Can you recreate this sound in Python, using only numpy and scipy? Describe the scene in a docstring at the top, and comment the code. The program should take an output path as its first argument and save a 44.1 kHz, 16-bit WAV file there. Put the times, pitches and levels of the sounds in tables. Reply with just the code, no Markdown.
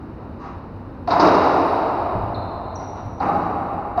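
"""Ball court through the glass

One microphone behind the glass back wall of a hard-walled indoor court. A hollow rubber ball is struck
and cracks off the front wall; feet thump the sprung floor and shoes squeak, all ringing on for seconds.
Soles scuff on the near side of the glass, where the echo is shorter. The ventilation hums underneath."""
import sys
import numpy as np
from scipy import signal
from scipy.fft import rfft, irfft, next_fast_len
from scipy.io import wavfile
from scipy.ndimage import uniform_filter1d, map_coordinates

SR = 44100
rng = np.random.default_rng(int(sys.argv[2]) if len(sys.argv) > 2 else 0)


def pcm_store(signal):
    """Save signal as 16-bit PCM."""
    levels = np.round(np.clip(np.atleast_2d(signal), -1, 1) * 32767)
    wavfile.write(sys.argv[1], SR, levels.astype(np.int16).T)


N = 176400

# room tone of the ventilation: (frequency [Hz], relative level [dB])
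AIR_SPECTRUM = [(15, -69.5), (25, -17.5), (97, -6), (125, -12.5), (162, -13.5), (195, -13), (252, -11),
                (311, -13.5), (412, -20), (545, -20), (721, -25.5), (773, -21.5), (1290, -29), (1750, -39),
                (1880, -38.5), (2060, -43.5), (2900, -47), (3300, -59.5), (3800, -49.5), (5000, -57.5),
                (6620, -69.5), (8610, -130.5), (14600, -120)]
# how long the court rings: (frequency [Hz], t60 [s])
COURT_T60 = [(100, 0.71), (300, 3.31), (800, 4.93), (1500, 3.3), (3000, 3.18), (6000, 1.82)]
# how slowly the reverberation fills in: (frequency [Hz], time constant [s])
COURT_BUILD = [(150, 0.019), (400, 0.024), (1000, 0.0072), (2500, 0.015), (5000, 0.0054)]
# first reflections off the walls: (delay [s], level [dB])
WALL_ECHOES = [(.03, 24), (.074, 17.5), (.095, 16), (.143, 12)]
# first reflections of the ball's bright snap: (delay [s], level [dB])
SNAP_WALL_ECHOES = [(.045, 15), (.073, 30), (.095, 18.5), (.147, 24.5)]
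# colour of a blow heard through the glass: (frequency [Hz], relative level [dB])
GLASS_COLOUR = [(35, -73), (60, -18), (102, -8), (140, -17), (177, -0.5), (207, -11), (284, 0.5),
                (523, -7.5), (662, -2), (1000, -4.5), (1320, -9.5), (1610, -20), (1900, -24), (2780, -28),
                (3200, -38.5), (3600, -36.5), (3820, -25), (4050, -32.5), (4740, -31.5), (6620, -41),
                (8610, -78.5), (14600, -120)]
# dragging soles: (time [s], level [dB], length [s], tilt [dB/octave])
SOLE_SCUFFS = [(0.166, -43, 0.041, -10), (0.376, -34, 0.15, -3), (2.782, -39.5, 0.018, -2.5),
               (2.928, -39, 0.07, -2)]
# slipping shoes: (time [s], level [dB], start pitch [Hz], end pitch [Hz], length [s])
SHOE_SQUEAKS = [(1.66, -71.5, 10900, 9600, .024), (2.342, -49, 4350, 3815, .02),
                (2.751, -62, 6430, 5910, .01), (2.754, -50, 5910, 5670, 0.016)]
# feet landing: (time [s], level [dB], floor pitch [Hz])
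FOOTFALLS = [(2.153, -21, 108.8), (2.16, -25, 194.6), (2.176, -26, 60), (2.235, -22.5, 108),
             (3.057, -26, 105)]
# ball contacts: (time [s], level [dB], pock pitch [Hz], pock lag [s], pock hold [s],
# pock into the court [dB], overtone into the court [dB], slap boom [dB], slap bass [dB], slap edge [dB],
# direct pock [dB], its return relative to it [dB], direct slap [dB], flutter depth [dB],
# snap centre [Hz], snap half width [Hz], direct snap t60 [s], direct snap [dB], snap into the court [dB])
BALL_CONTACTS = [(1.074, -22.5, 710, 0.003, 0.017, 2, -8.5, 6, -4, 3, 37, -0.5, 24.6, 1.9, 4300, 1000, 0.044, 6, -23.5),
                 (1.104, -18, 1046, .008, 0.013, -13, -26, 0.5, -8.5, -2, 26.9, -4.5, 23, 1.8, 4530, 1200, 0.17, 15.5, -30),
                 (1.196, -11.5, 680.7, 0.013, 0.015, -18, -16, -4.5, 1, 3.5, 24.7, -6.5, 25, 1.7, 4800, 1300, 0.16, 12.5, -25),
                 (3.199, -19.5, 798.6, 0.0024, 0.012, -1, -8.5, 10, -3.5, -4, 32, -11, 8, 1.6, 4300, 600, 0.082, -1, -36.5),
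                 (3.973, -18.5, 734, .0012, .012, 4, -9, 9.5, -7.5, -2.5, 34, -12, 7.3, 5.6, 4200, 600, .04, -11, -42)]
# faint high grit and hiss above 7 kHz: (frequency [Hz], relative level [dB])
GRIT_SPECTRUM = [(6500, -45), (7300, -7.5), (8000, -11.5), (9700, -7.5), (11000, -10), (15500, -10)]

AIR_DB, HUM_DB, WAVER_DB, HUM_HZ, HUM_WIDTH_HZ = -34.5, -44, 3, 93, 13
FLUTTER_S, FLUTTER_DB, FLUTTER_FADE_S = .0305, -2, .16  # echo between the side walls: trip, depth, fade
LENGTHWISE_S, LENGTHWISE_DB = .083, 3.5  # echo between the end walls: trip, depth
SMEAR_T60_S, SNAP_SMEAR_T60_S, BURST_RISE_S = .06, .035, .0015
SCUFF_LOW_HZ, SQUEAK_ROUGHNESS, SQUEAK_DIRECT_DB = 920, .6, 36
STEP_T60_S, STEP_WET_DB, STEP_DIRECT_DB = .15, -11.5, 27
BOOM_HZ, BASS_HZ, EDGE_HZ, TREBLE_HZ, SLAP_TREBLE_DB = 230, 520, 2800, 3500, -8.5
POCK_RISE_S, POCK_T60_S, OVERTONE_RATIO = .003, .011, 1.51
POCK_SAG = .067  # share of its pitch that the pock loses while it is held
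END_WALL_S = .074  # the pock returns whole from the far wall after this
GRIT_DB, GRIT_SMOOTH_S, HISS_DB, PEAK_LIMIT, TOP_HZ = -47, .012, -96, .95, 15720


def amp(db):
    """dB to gain."""
    return 10 ** (np.asarray(db) / 20)


def unit(x):
    """Scale to rms 1."""
    return x / np.sqrt(np.mean(x ** 2) + 1e-20)


def unit_energy(x):
    """Scale to energy 1."""
    return x / np.linalg.norm(x)


def along(points, hz):
    """Read (frequency, value) points on a log frequency axis."""
    freqs, values = np.transpose(points)
    return np.interp(np.log(hz + 1), np.log(freqs + 1), values)


def filtered(x, response):
    """Shape x by a gain per frequency."""
    size = next_fast_len(N + 8192)
    return irfft(rfft(x, size) * response(np.fft.rfftfreq(size, 1 / SR)), size)[:N]


def pulse(gain, size=8192):
    """The shortest causal pulse of energy 1 with this gain per frequency."""
    cepstrum = irfft(np.log(gain(np.fft.rfftfreq(size, 1 / SR)) + 1e-6))
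    cepstrum[1:size // 2] *= 2
    cepstrum[size // 2 + 1:] = 0
    return unit_energy(irfft(np.exp(rfft(cepstrum))))


def burst(t60=SMEAR_T60_S):
    """Scatter off a rough contact or wall: quickly dying noise of energy 1."""
    t = np.arange(SR // 10) / SR
    return unit_energy(rng.standard_normal(len(t)) * amp(-60 * t / t60) * (1 - np.exp(-t / BURST_RISE_S)))


def ventilation():
    """Room tone: steady air noise and a wavering low hum."""
    waver = map_coordinates(rng.standard_normal(40), [np.arange(N) * 8 / SR])  # 8 values a second
    air = unit(filtered(rng.standard_normal(N), lambda f: amp(along(AIR_SPECTRUM, f))))
    hum = filtered(rng.standard_normal(N), lambda f: 1 / (1 + (2 * (f - HUM_HZ) / HUM_WIDTH_HZ) ** 2))
    return amp(AIR_DB) * air + amp(HUM_DB + WAVER_DB * waver) * unit(hum)


def court(direct, sound, start, wet_db=0, t60_scale=1, flutter_db=FLUTTER_DB, flutter_s=FLUTTER_S,
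          echoes=WALL_ECHOES, smear_t60=SMEAR_T60_S):
    """`direct` reaches the microphone first; `sound` follows as wall echoes and a fluttering tail."""
    hz, t, noise = signal.stft(rng.standard_normal(3 * SR), SR, nperseg=256)
    fill = 1 - np.exp(-t / along(COURT_BUILD, hz)[:, None])
    decay = amp(-60 * t / t60_scale / along(COURT_T60, hz)[:, None])
    response = signal.istft(noise * fill * decay, SR, nperseg=256)[1]
    since = np.arange(len(response)) / SR
    response *= amp(flutter_db * np.exp(-since / FLUTTER_FADE_S) * np.cos(2 * np.pi * since / flutter_s))
    for delay, db in echoes:
        response[round(delay * SR):][:SR // 10] += amp(db) * burst(smear_t60)
    heard = amp(wet_db) * signal.fftconvolve(sound, response)
    heard[:len(direct)] += direct
    return np.pad(heard, (round(start * SR), N))[:N]


def scuffs():
    """Soles drag softly on the microphone's side of the glass, where the echo is shorter."""
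    out = 0
    for start, db, length, tilt_db in SOLE_SCUFFS:
        progress = np.linspace(0, 1, round(length * SR))
        rub = unit_energy(rng.standard_normal(len(progress)) * np.sin(np.pi * np.sqrt(progress)))
        colour = pulse(lambda f: amp(along(GLASS_COLOUR, f) + tilt_db * np.log2(f / SCUFF_LOW_HZ + .01))
                       / (1 + (SCUFF_LOW_HZ / (f + 1)) ** 4))
        rub = signal.fftconvolve(rub, colour)
        out += amp(db) * court(rub, rub, start, t60_scale=.24)
    return out


def squeaks():
    """Out on the court, rubber slips on varnish: a short rough whistle that falls in pitch."""
    out = 0
    for start, db, from_hz, to_hz, length in SHOE_SQUEAKS:
        progress = np.linspace(0, 1, round(length * SR))
        hz = to_hz + (from_hz - to_hz) * (1 - progress) ** 2
        rough = unit(uniform_filter1d(uniform_filter1d(rng.standard_normal(len(hz)), size=70), size=70))
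        envelope = np.sin(np.pi * progress) ** 2 * (1 + SQUEAK_ROUGHNESS * rough)
        tone = unit_energy(envelope * np.sin(2 * np.pi * np.cumsum(hz) / SR))
        out += amp(db) * court(amp(SQUEAK_DIRECT_DB) * tone, tone, start, t60_scale=.94)
    return out


def steps():
    """A foot lands and the sprung floor gives a dull boom."""
    t, out = np.arange(SR // 4) / SR, 0
    for start, db, hz in FOOTFALLS:
        boom = unit_energy(np.sin(2 * np.pi * hz * t) * amp(-60 * t / STEP_T60_S))
        out += amp(db) * court(amp(STEP_DIRECT_DB) * boom, boom, start, wet_db=STEP_WET_DB)
    return out


def ball_slap(boom_db, bass_db, edge_db):
    """The blow of a contact through the glass: one pulse, its lows and treble shaped by shelves."""
    def gain(f):
        below = lambda corner_hz: 1 / (1 + (f / corner_hz) ** 6)
        lows = boom_db * below(BOOM_HZ) + bass_db * below(BASS_HZ)
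        edge = -edge_db * (1 + below(EDGE_HZ))  # a positive edge cuts twice the dB below the corner
        treble = SLAP_TREBLE_DB * (1 - below(TREBLE_HZ))
        return amp(along(GLASS_COLOUR, f) + lows + edge + treble)
    return pulse(gain)


def ball_pock(t, hz, lag, hold):
    """The hollow ball's tone and its overtone, sagging in pitch as the squeezed ball recovers."""
    age = np.maximum(t - lag, 0)
    rise = (1 - np.exp(-age / POCK_RISE_S)) ** 2
    swell = unit_energy(rise * amp(-60 * np.maximum(age - hold, 0) / POCK_T60_S))
    phase = 2 * np.pi * np.cumsum(hz * (1 + POCK_SAG * (.5 - age / hold))) / SR
    return swell * np.sin(phase), swell * np.sin(OVERTONE_RATIO * phase)


def ball():
    """Each contact beyond the glass: a slap and a bright snap, the hollow pock swelling just behind."""
    t, out = np.arange(SR // 10) / SR, 0
    trip = round(END_WALL_S * SR)
    for (start, db, hz, lag, hold, pock_db, overtone_db, boom_db, bass_db, edge_db,
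         direct_pock_db, return_db, direct_slap_db, flutter_db,
         snap_hz, width_hz, snap_t60, direct_snap_db, snap_wet_db) in BALL_CONTACTS:
        slap = ball_slap(boom_db, bass_db, edge_db)[:len(t)]
        pock, overtone = ball_pock(t, hz, lag, hold)
        direct = amp(direct_pock_db) * (np.pad(pock, (0, trip)) + amp(return_db) * np.pad(pock, (trip, 0)))
        direct[:len(t)] += amp(direct_slap_db) * signal.fftconvolve(slap, burst())[:len(t)]
        into_court = slap + amp(pock_db) * pock + amp(overtone_db) * overtone
        body = court(direct, into_court, start, flutter_db=flutter_db)
        # the snap stays distinct as it bounces between the end walls
        snap = pulse(lambda f: amp(along(GLASS_COLOUR, f)) / (1 + ((f - snap_hz) / width_hz) ** 4))
        snap = snap[:len(t)]
        direct_snap = amp(direct_snap_db) * signal.fftconvolve(snap, burst(snap_t60))
        bright = court(direct_snap, snap, start, wet_db=snap_wet_db, flutter_db=LENGTHWISE_DB,
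                       flutter_s=LENGTHWISE_S, echoes=SNAP_WALL_ECHOES, smear_t60=SNAP_SMEAR_T60_S)
        out += amp(db) * (body + bright)
    return out


def scene():
    """Everything at one spot behind the glass, in mono."""
    return (ball() + squeaks() + scuffs() + steps() + ventilation())[None]


def record(dry):
    """Peaks round off; faint high grit swells with loud sounds over a thin steady hiss; the top is cut."""
    x = dry[0]
    loudness = np.sqrt(np.abs(uniform_filter1d(x ** 2, round(GRIT_SMOOTH_S * SR))))
    grit = unit(filtered(rng.standard_normal(N), lambda f: amp(along(GRIT_SPECTRUM, f))))
    rounded = x / (1 + np.abs(x / PEAK_LIMIT) ** 4) ** (1 / 4)
    noisy = rounded + (amp(GRIT_DB) * loudness + amp(HISS_DB)) * grit
    return filtered(noisy, lambda f: f < TOP_HZ)[None]


dry = scene()
out = record(dry)
pcm_store(out)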